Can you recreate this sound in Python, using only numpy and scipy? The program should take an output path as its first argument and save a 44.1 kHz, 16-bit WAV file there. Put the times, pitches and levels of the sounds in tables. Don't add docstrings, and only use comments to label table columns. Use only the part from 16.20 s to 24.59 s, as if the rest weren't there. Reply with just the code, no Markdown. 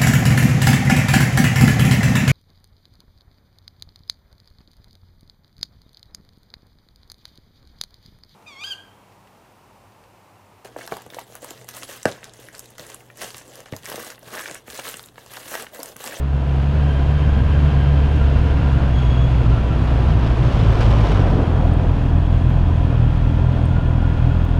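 import sys
import numpy as np
from scipy import signal
from scipy.fft import rfft, irfft
from scipy.io import wavfile
from scipy.ndimage import uniform_filter1d, minimum_filter1d

SR = 44100
rng = np.random.default_rng(int(sys.argv[2]) if len(sys.argv) > 2 else 0)


def store_pcm(level_fs):
    pcm = np.round(np.clip(level_fs, -1, 1) * 32767).astype(np.int16)
    wavfile.write(sys.argv[1], SR, np.atleast_2d(pcm).T)


N = 370170
TIME = np.arange(N) / SR

START_HZ, CRUISE_HZ, PICKUP_S = 65.5, 70.5, .25
SURGE_HZ, SURGE_PERIOD_S, SURGE_CREST_S = 1.9, .44, .56
THROTTLE_OFF_S = 2.19
# time in seconds, firings per second.
REV_SAG = [(2.3, CRUISE_HZ), (2.62, 67.5), (2.88, 63), (3.35, 61.3), (4.08, 61), (4.5, 56), (4.83, 53),
           (5.18, 39.5)]
# time in seconds, firings per second.
IDLE_HUNT = [(5.2, 41.1), (6.38, 41.7), (6.86, 40.3), (7.31, 41.7), (7.45, 40.3), (7.86, 41.6),
             (7.99, 40.3), (8.15, 41.7), (8.39, 41.6)]
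LOAD_POWER = 1.1

EXHAUST_LOAD_DB, EXHAUST_IDLE_DB, OVERRUN_DB = -11, -8.6, -1
HUNT_DB_PER_HZ = 0.5
PUFF_LOAD_S, PUFF_IDLE_S, PUFF_OVERRUN_S = 0.0025, 0.0022, 0.00028
FIRING_SCATTER_DB = .8
EASE_S = 0.22
RECOVERY_S, RECOVERY_RELEASE_S = 4.7, 0.21
# pitch in Hz, nominal width in Hz, mean level in dB.
SHELL_MODES = [(122.3, 10.6, -26), (209.8, 20, -29), (247.5, 23, -30.5)]
SHELL_WANDER_DB = 3
# start in seconds, length in seconds, multiple of the firing rate, level in dB.
SILENCER_BOOMS = [(.1, .95, 2, -23), (1.3, .55, 2, -22), (.4, 2.2, 4, -35), (1.95, .75, 2, -27),
                  (2.76, .62, 2, -21), (4.19, .08, 2, -18), (4.44, .06, 2, -20), (4.63, .06, 2, -19),
                  (4.77, .06, 2, -18), (4.55, .28, 4, -28), (4.93, .06, 2, -21), (6.23, .1, 3, -23),
                  (6.7, .15, 3, -20), (7.23, .1, 3, -22), (7.99, .1, 3, -20)]
BOOM_ATTACK_S, BOOM_RELEASE_S = .04, .03
# centre in seconds, gain at the centre in dB.
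THROB_LULLS = [(2.29, -5), (3.37, -6), (3.48, -6), (4.16, -5), (4.31, -10), (4.57, -10), (4.87, -9),
               (5.79, -4), (7.96, -6)]
LULL_WIDTH_S = 0.017

CLATTER_LOAD_DB, CLATTER_IDLE_DB = -38, -44
CLATTER_START_DB, CLATTER_BUILD_S = -2.5, 0.96
CASING_DB = -1.17
# frequency in Hz, relative density in dB per Hz.
CLATTER_SPECTRUM = [(500, -8.5), (1000, -5), (1450, 1), (1850, -3.5), (2200, -4.5), (2750, -2),
                    (3300, -10.5), (3800, -12.5), (5000, -18), (7500, -37.5)]
# pitch in Hz, nominal width in Hz, relative level in dB under load, relative level in dB at idle.
CASING_MODES = [(279, 11, -4.5, 10.5), (453, 80, 2, -17), (662, 27, -5, -4.5), (846, 33, -17, -1.5),
                (987, 34, -3.5, 0.5), (1617, 63, -8.5, -11.5), (1724, 88, -12.5, -6),
                (2556, 140, -16.5, -8), (2803, 150, -12, -11), (3116, 100, -12.5, -26),
                (3248, 140, -15, -6.5)]

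ROAR_DB, ROAR_FALL_DB_PER_S = -29.5, 0.18
SPRAY_DB, SPRAY_FALL_DB_PER_S = -52.5, 0.7
SPRAY_START_DB, SPRAY_BUILD_S = -1, .55
# time in seconds, stones per second, drum level in dB, unevenness under the front wheel (0-1).
COBBLE_RUN = [(0, 64, -23, .21), (.95, 62, -23.5, .18), (1.15, 64, -19, .21), (1.65, 62, -22, .2),
              (2.2, 54, -17.5, .11), (2.7, 57.5, -17.5, .03), (3.3, 54, -18, .04), (3.6, 56, -19, .17),
              (4.3, 57.6, -17.5, .14), (5.6, 54.3, -20, .2), (8.39, 48.5, -24.5, .19)]
# frequency in Hz, relative density in dB per Hz.
TYRE_DRUM_SPECTRUM = [(12, -15), (25, -4), (38, 2), (62, -6), (88, 0), (118, -2.5), (150, -3.5), (190, -15),
                      (260, -15.5), (340, -23.5), (700, -43.5)]
# frequency in Hz, relative density in dB per Hz.
TYRE_ROAR_SPECTRUM = [(100, -18.5), (220, 3), (300, -2), (450, -5.5), (560, -5.5), (700, -4.5),
                      (850, -10.5), (1000, -10.5), (1150, -13.5), (1500, -17.5), (2200, -30)]
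# frequency in Hz, relative density in dB per Hz.
TYRE_SPRAY_SPECTRUM = [(1500, -13.5), (3500, 7.5), (5000, -5.5), (6800, -3.5), (7800, -11), (9700, -10),
                       (12000, -19.5), (14000, -31.5), (15500, -42.5)]

WIND_DB, WIND_BUILD_S = -28, 0.9
# frequency in Hz, relative density in dB per Hz.
WIND_SPECTRUM = [(10, -4.5), (22, -5.5), (35, 1.5), (70, -8.5), (150, -26)]

# start in seconds, length in seconds, starting pitch in Hz, glide in Hz per second, level in dB.
DRIVE_WHINES = [(.35, 1.6, 1603, -0.5, -43.5), (.5, 1.4, 3150, 0, -48.5), (1.93, 0.76, 1400, -16, -47.5),
                (2.9, 0.72, 1384, -65.5, -46), (6.7, .6, 1390, -2.5, -48), (7.35, 0.82, 1422, 0, -44)]
WHINE_ATTACK_S, WHINE_RELEASE_S = 0.19, 0.39
# crest in seconds, pitch in Hz, level in dB.
DRIVE_CHIRPS = [(2.02, 1375, -32), (2.17, 1400, -37.5), (2.245, 1410, -36), (2.425, 1405, -34.5),
                (2.465, 1410, -34), (2.545, 1380, -35), (2.585, 1410, -36), (2.68, 1395, -36),
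                (2.81, 1405, -34.5), (3.38, 1335, -37), (3.52, 1365, -34.5), (7.57, 1425, -34),
                (7.85, 1425, -33.5), (8.11, 1420, -37), (8.35, 1420, -37)]
CHIRP_WIDTH_S = .016

# frequency in Hz, relative density in dB per Hz.
LORRY_BODY_SPECTRUM = [(40, -18), (110, 10.5), (220, 2.5), (400, 3.5), (600, 1.5), (850, -3), (1300, -7.5),
                       (2000, -19.5), (3300, -28.5), (6000, -49.5)]
# frequency in Hz, relative density in dB per Hz.
LORRY_SPRAY_SPECTRUM = [(400, 6), (1000, 11), (2000, 1.5), (3100, 3), (4200, -5.5), (5600, -9.5),
                        (7500, -19), (10000, -27), (13000, -36), (15500, -49)]
JUDDER_HZ, JUDDER_DEPTH = 18, .4
SHIELD_S, SHIELD_TIME_S = 4.99, 0.72
# start in seconds, level in dB, decay time in seconds, panel pitch in Hz.
BOX_JOLTS = [(4.569, -20.5, 0.062, 408), (4.604, -22.5, 0.015, 1390), (4.61, -26, 0.051, 600),
             (4.72, -22.5, 0.014, 890), (4.785, -23, 0.012, 1010), (4.84, -16, 0.0088, 865),
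             (4.89, -21, 0.03, 393), (4.945, -29, 0.05, 1190), (4.984, -22, 0.067, 393),
             (5.051, -23, 0.024, 620), (5.115, -23.5, 0.056, 417), (5.165, -25.5, 0.07, 400)]
PANEL_WIDTH = 0.3
# start in seconds, level in dB, decay time in seconds.
PUDDLE_SLAPS = [(4.605, -30, 0.016), (4.622, -33, .014), (4.783, -34, .006), (4.914, -27.5, 0.013),
                (5.095, -37, 0.021), (5.215, -40, 0.013)]

# start in seconds, length in seconds, pitch in Hz, level in dB.
BRAKE_SQUEAKS = [(2.733, .03, 3335, -43), (2.77, .023, 3315, -39.5), (2.812, .023, 3330, -41),
                 (2.847, .014, 3325, -40), (2.872, .01, 3305, -43.5), (2.9, .029, 3345, -39),
                 (2.938, .014, 3310, -43), (2.971, .009, 3280, -39), (2.986, .04, 3325, -42.5),
                 (3.035, .012, 3355, -41.5), (3.059, .024, 3370, -43), (3.094, .05, 3400, -49)]
BRAKE_ATTACK_S, BRAKE_RELEASE_S = .006, .01

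# start in seconds, level in dB, ring pitch in Hz, ring width in Hz.
RAINDROPS = [(4.525, -42, 13000, 1200), (5.535, -46, 8650, 90), (6.3, -39, 12000, 4000),
             (7.455, -43, 8650, 90), (8.25, -37, 12000, 3000)]
# frequency in Hz, relative density in dB per Hz.
DROP_SNAP_SPECTRUM = [(4000, -12), (7000, 3), (10000, -6), (14500, 3)]

FADE_IN_DB, FADE_IN_S = -5.5, 0.46
TOP_HZ = 15400


def undb(db):
    return 10 ** (np.asarray(db) / 20)


def unit(x):
    return x / np.sqrt(np.mean(x ** 2))


def curves(table):
    times, *columns = np.transpose(table)
    return [np.interp(TIME, times, column) for column in columns]


def since(s):
    return np.maximum(TIME - s, 0)


def spell(s, length, attack, release):
    return np.minimum(since(s) / attack, 1) * np.exp(-since(s + length) / release)


def swell(s, width):
    return np.exp(-((TIME - s) / width) ** 2)


def blows(table, attack_s):
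    envelope = np.zeros(N)
    for s, db, decay in table:
        rise = 1 - np.exp(-since(s) / attack_s)
        envelope += undb(db) * np.exp(-since(s) / decay) * rise
    return envelope


def noise():
    return rng.standard_normal(N)


def walk(rate):
    hold = max(int(SR / rate), 2)
    steps = noise()[np.arange(N) // hold]
    return unit(uniform_filter1d(uniform_filter1d(steps, hold), hold))


def colour(x, spectrum, size=16384):
    hz, db = np.transpose(spectrum)
    bins = np.maximum(np.fft.rfftfreq(size, 1 / SR), 1)
    skirts = (np.minimum(bins / hz[0], 1) * np.minimum(hz[-1] / bins, 1)) ** 2
    response = skirts * undb(np.interp(np.log(bins), np.log(hz), db))
    cepstrum = irfft(np.log(response))
    cepstrum[1:size // 2] *= 2
    cepstrum[size // 2 + 1:] = 0
    body = irfft(np.exp(rfft(cepstrum)))
    return unit(signal.fftconvolve(x, body)[:N])


def ring(x, hz, width):
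    b, a = signal.iirpeak(hz, hz / width / 2, fs=SR)
    return unit(signal.lfilter(b, a, signal.lfilter(b, a, x)))


def pulses(turns, scatter_db):
    at = np.flatnonzero(np.diff(np.floor(turns)) > 0)
    late = (np.ceil(turns[at]) - turns[at]) / (turns[at + 1] - turns[at])
    size = undb(scatter_db * noise()[:len(at)])
    out = np.zeros(N)
    out[at] = size * (1 - late)
    out[at + 1] = size * late
    return out


def cycles(hz, jitter):
    return np.cumsum(hz * np.exp(jitter * walk(70))) / SR


def tone(hz, waver, waver_rate):
    return 2 * np.pi * np.cumsum(hz * (1 + waver * walk(waver_rate))) / SR


def burst(turns, length):
    return unit(np.exp(-(turns % 1) / length))


def passing(abreast_s, approach_s, leave_s):
    late = TIME - abreast_s
    return 1 / np.hypot(1, late / np.where(late < 0, approach_s, leave_s))


def revs():
    idle_hz, = curves(IDLE_HUNT)
    hz = np.maximum(curves(REV_SAG)[0], idle_hz)
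    pickup = (START_HZ - CRUISE_HZ) * np.exp(-TIME / PICKUP_S)
    load = np.clip((hz + pickup - idle_hz) / (CRUISE_HZ - idle_hz), 0, 1) ** LOAD_POWER
    surge = SURGE_HZ * np.cos(2 * np.pi * (TIME - SURGE_CREST_S) / SURGE_PERIOD_S)
    return hz + pickup + surge * (TIME < THROTTLE_OFF_S), load


def exhaust(turns, hz, load):
    overrun_s = RECOVERY_S - THROTTLE_OFF_S
    overrun = spell(THROTTLE_OFF_S - EASE_S, overrun_s, attack=0.45, release=RECOVERY_RELEASE_S)
    puff_s = load * PUFF_LOAD_S + (1 - load) * PUFF_IDLE_S + overrun * PUFF_OVERRUN_S
    sizes = undb(FIRING_SCATTER_DB * noise())
    puffs = np.zeros(N)
    for neighbour in (-1, 0, 1):
        firing = np.round(turns).astype(int) + neighbour
        age = (turns - firing) / hz / puff_s
        puffs += sizes[firing] * age * np.exp((1 - age ** 2) / 2)

    knocks = -pulses(turns, scatter_db=2.0) / np.sqrt(hz)
    shell = np.zeros(N)
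    for mode_hz, width, db in SHELL_MODES:
        shell += ring(knocks, mode_hz, width) * undb(db + SHELL_WANDER_DB * walk(5.2))

    idle_hz, = curves(IDLE_HUNT)
    idle_db = EXHAUST_IDLE_DB + HUNT_DB_PER_HZ * (idle_hz - idle_hz.mean())
    level_db = load * EXHAUST_LOAD_DB + (1 - load) * idle_db + overrun * OVERRUN_DB
    return (puffs + shell) * undb(level_db + .45 * walk(11)) + booms(turns)


def clatter(turns, load):
    gate = 1 + .2 * burst(2 * turns, length=.35) + .17 * burst(turns, length=.3)
    rush = colour(noise() * gate * undb(.5 * walk(24)), CLATTER_SPECTRUM)
    knocks = noise() * gate
    casing = np.zeros(N)
    for hz, width, loaded_db, idle_db in CASING_MODES:
        casing += ring(knocks, hz, width) * undb(load * loaded_db + (1 - load) * idle_db)
    level_db = load * CLATTER_LOAD_DB + (1 - load) * CLATTER_IDLE_DB
    build_db = CLATTER_START_DB * np.exp(-TIME / CLATTER_BUILD_S)
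    return (rush + undb(CASING_DB) * casing) * undb(level_db + build_db)


def tyres():
    stone_hz, drum_db, uneven = curves(COBBLE_RUN)
    front = cycles(stone_hz, jitter=uneven)
    rear = cycles(stone_hz, jitter=.4)
    stones = pulses(front, scatter_db=2) + .8 * pulses(rear, scatter_db=2.5)
    scuffs = noise() * (1 + 0.24 * burst(front, length=0.44)) * undb(0.81 * walk(25))
    droplets = noise() * undb(1.6 * walk(1500) + 0.62 * walk(11))

    slowing_s = since(THROTTLE_OFF_S)
    roar_db = ROAR_DB - ROAR_FALL_DB_PER_S * slowing_s
    spray_build_db = SPRAY_START_DB * np.exp(-TIME / SPRAY_BUILD_S)
    spray_db = SPRAY_DB + spray_build_db - SPRAY_FALL_DB_PER_S * slowing_s
    drum = colour(stones, TYRE_DRUM_SPECTRUM) * undb(drum_db) * lulls()
    roar = colour(scuffs, TYRE_ROAR_SPECTRUM) * undb(roar_db)
    spray = colour(droplets, TYRE_SPRAY_SPECTRUM) * undb(spray_db)
    return drum + roar + spray


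def wind():
    gusts = undb(WIND_DB + 1.4 * walk(4.7))
    return colour(noise(), WIND_SPECTRUM) * gusts * np.minimum(TIME / WIND_BUILD_S, 1)


def booms(turns):
    notes = np.zeros(N)
    for s, length, multiple, db in SILENCER_BOOMS:
        envelope = undb(db) * spell(s, length, BOOM_ATTACK_S, BOOM_RELEASE_S)
        notes += np.sin(2 * np.pi * multiple * turns) * envelope
    return notes * undb(1.5 * walk(25))


def whine(turns):
    contact = burst(turns, length=.8) * undb(3 * walk(55))
    out = np.zeros(N)
    for s, length, hz, glide, db in DRIVE_WHINES:
        phase = tone(hz + glide * since(s), waver=.008, waver_rate=70)
        envelope = undb(db) * spell(s, length, WHINE_ATTACK_S, WHINE_RELEASE_S)
        out += contact * np.sin(phase) * envelope
    phase_per_hz = tone(1, waver=.012, waver_rate=200)
    for s, hz, db in DRIVE_CHIRPS:
        out += np.sin(phase_per_hz * hz) * undb(db) * swell(s, CHIRP_WIDTH_S)
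    return out


def lorry():
    in_earshot = np.interp(TIME, [1.8, 3.6, 5.7, 6.8], [0, 1, 1, 0])
    judder = 1 + JUDDER_DEPTH * burst(cycles(JUDDER_HZ, jitter=.3), length=.35)
    rumble_gain = undb(-25.5) * passing(abreast_s=5.08, approach_s=1.0, leave_s=0.43)
    rumble = rumble_gain * colour(noise() * judder, LORRY_BODY_SPECTRUM)

    shielded = np.exp(-since(SHIELD_S) / SHIELD_TIME_S)
    spray_gain = undb(-32.5) * passing(abreast_s=4.775, approach_s=0.38, leave_s=0.2) * shielded
    slaps = blows(PUDDLE_SLAPS, attack_s=0.0023)
    grit = undb(2.5 * walk(700) + .6 * walk(60))
    spray = (spray_gain + slaps) * colour(noise() * grit, LORRY_SPRAY_SPECTRUM)
    return in_earshot * (rumble + jolts() + spray)


def lulls():
    return undb(sum(db * swell(s, LULL_WIDTH_S) for s, db in THROB_LULLS))


def brake():
    starts, _, pitches, _ = np.transpose(BRAKE_SQUEAKS)
    pitch_hz = np.interp(TIME, starts + BRAKE_ATTACK_S, pitches)
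    phase = tone(pitch_hz, waver=.007, waver_rate=260)
    grip = np.zeros(N)
    for s, length, _, db in BRAKE_SQUEAKS:
        grip += undb(db) * spell(s, length, BRAKE_ATTACK_S, BRAKE_RELEASE_S)
    squeal = np.sin(phase) + undb(-18) * np.sin(2 * phase)
    return squeal * grip * undb(1.5 * walk(200))


def raindrops():
    out = np.zeros(N)
    snap = colour(noise(), DROP_SNAP_SPECTRUM)
    for s, db, hz, width in RAINDROPS:
        age = since(s)
        out += undb(db) * np.exp(-np.pi * width * age) * np.sin(2 * np.pi * hz * age)
        out += snap * blows([(s, db - 7, .0014)], attack_s=.0001)
    return out


def jolts():
    shake = noise()
    out = np.zeros(N)
    for s, db, decay, hz in BOX_JOLTS:
        panel = ring(shake, hz, hz * PANEL_WIDTH)
        out += panel * blows([(s, db, decay)], attack_s=0.0079)
    return out


def scene():
    hz, load = revs()
    unevenness = spell(THROTTLE_OFF_S, RECOVERY_S - THROTTLE_OFF_S, attack=2.2, release=.4)
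    turns = cycles(hz, jitter=.014 + .035 * unevenness)
    engine = exhaust(turns, hz, load) * lulls() + clatter(turns, load) + whine(turns)
    return (engine + tyres() + wind() + lorry() + brake() + raindrops())[None]


def record(dry):
    sound = dry * undb(FADE_IN_DB * np.exp(-TIME / FADE_IN_S))
    ceiling = .66
    wanted = ceiling / np.maximum(np.abs(sound), ceiling)
    gain = uniform_filter1d(minimum_filter1d(wanted, size=600), size=600)
    closing = np.minimum((TIME[-1] - TIME) / .006, 1)
    top_cut = signal.ellip(8, .2, 70, TOP_HZ, fs=SR, output="sos")
    return signal.sosfilt(top_cut, sound * gain * closing)


dry = scene()
out = record(dry)
store_pcm(out)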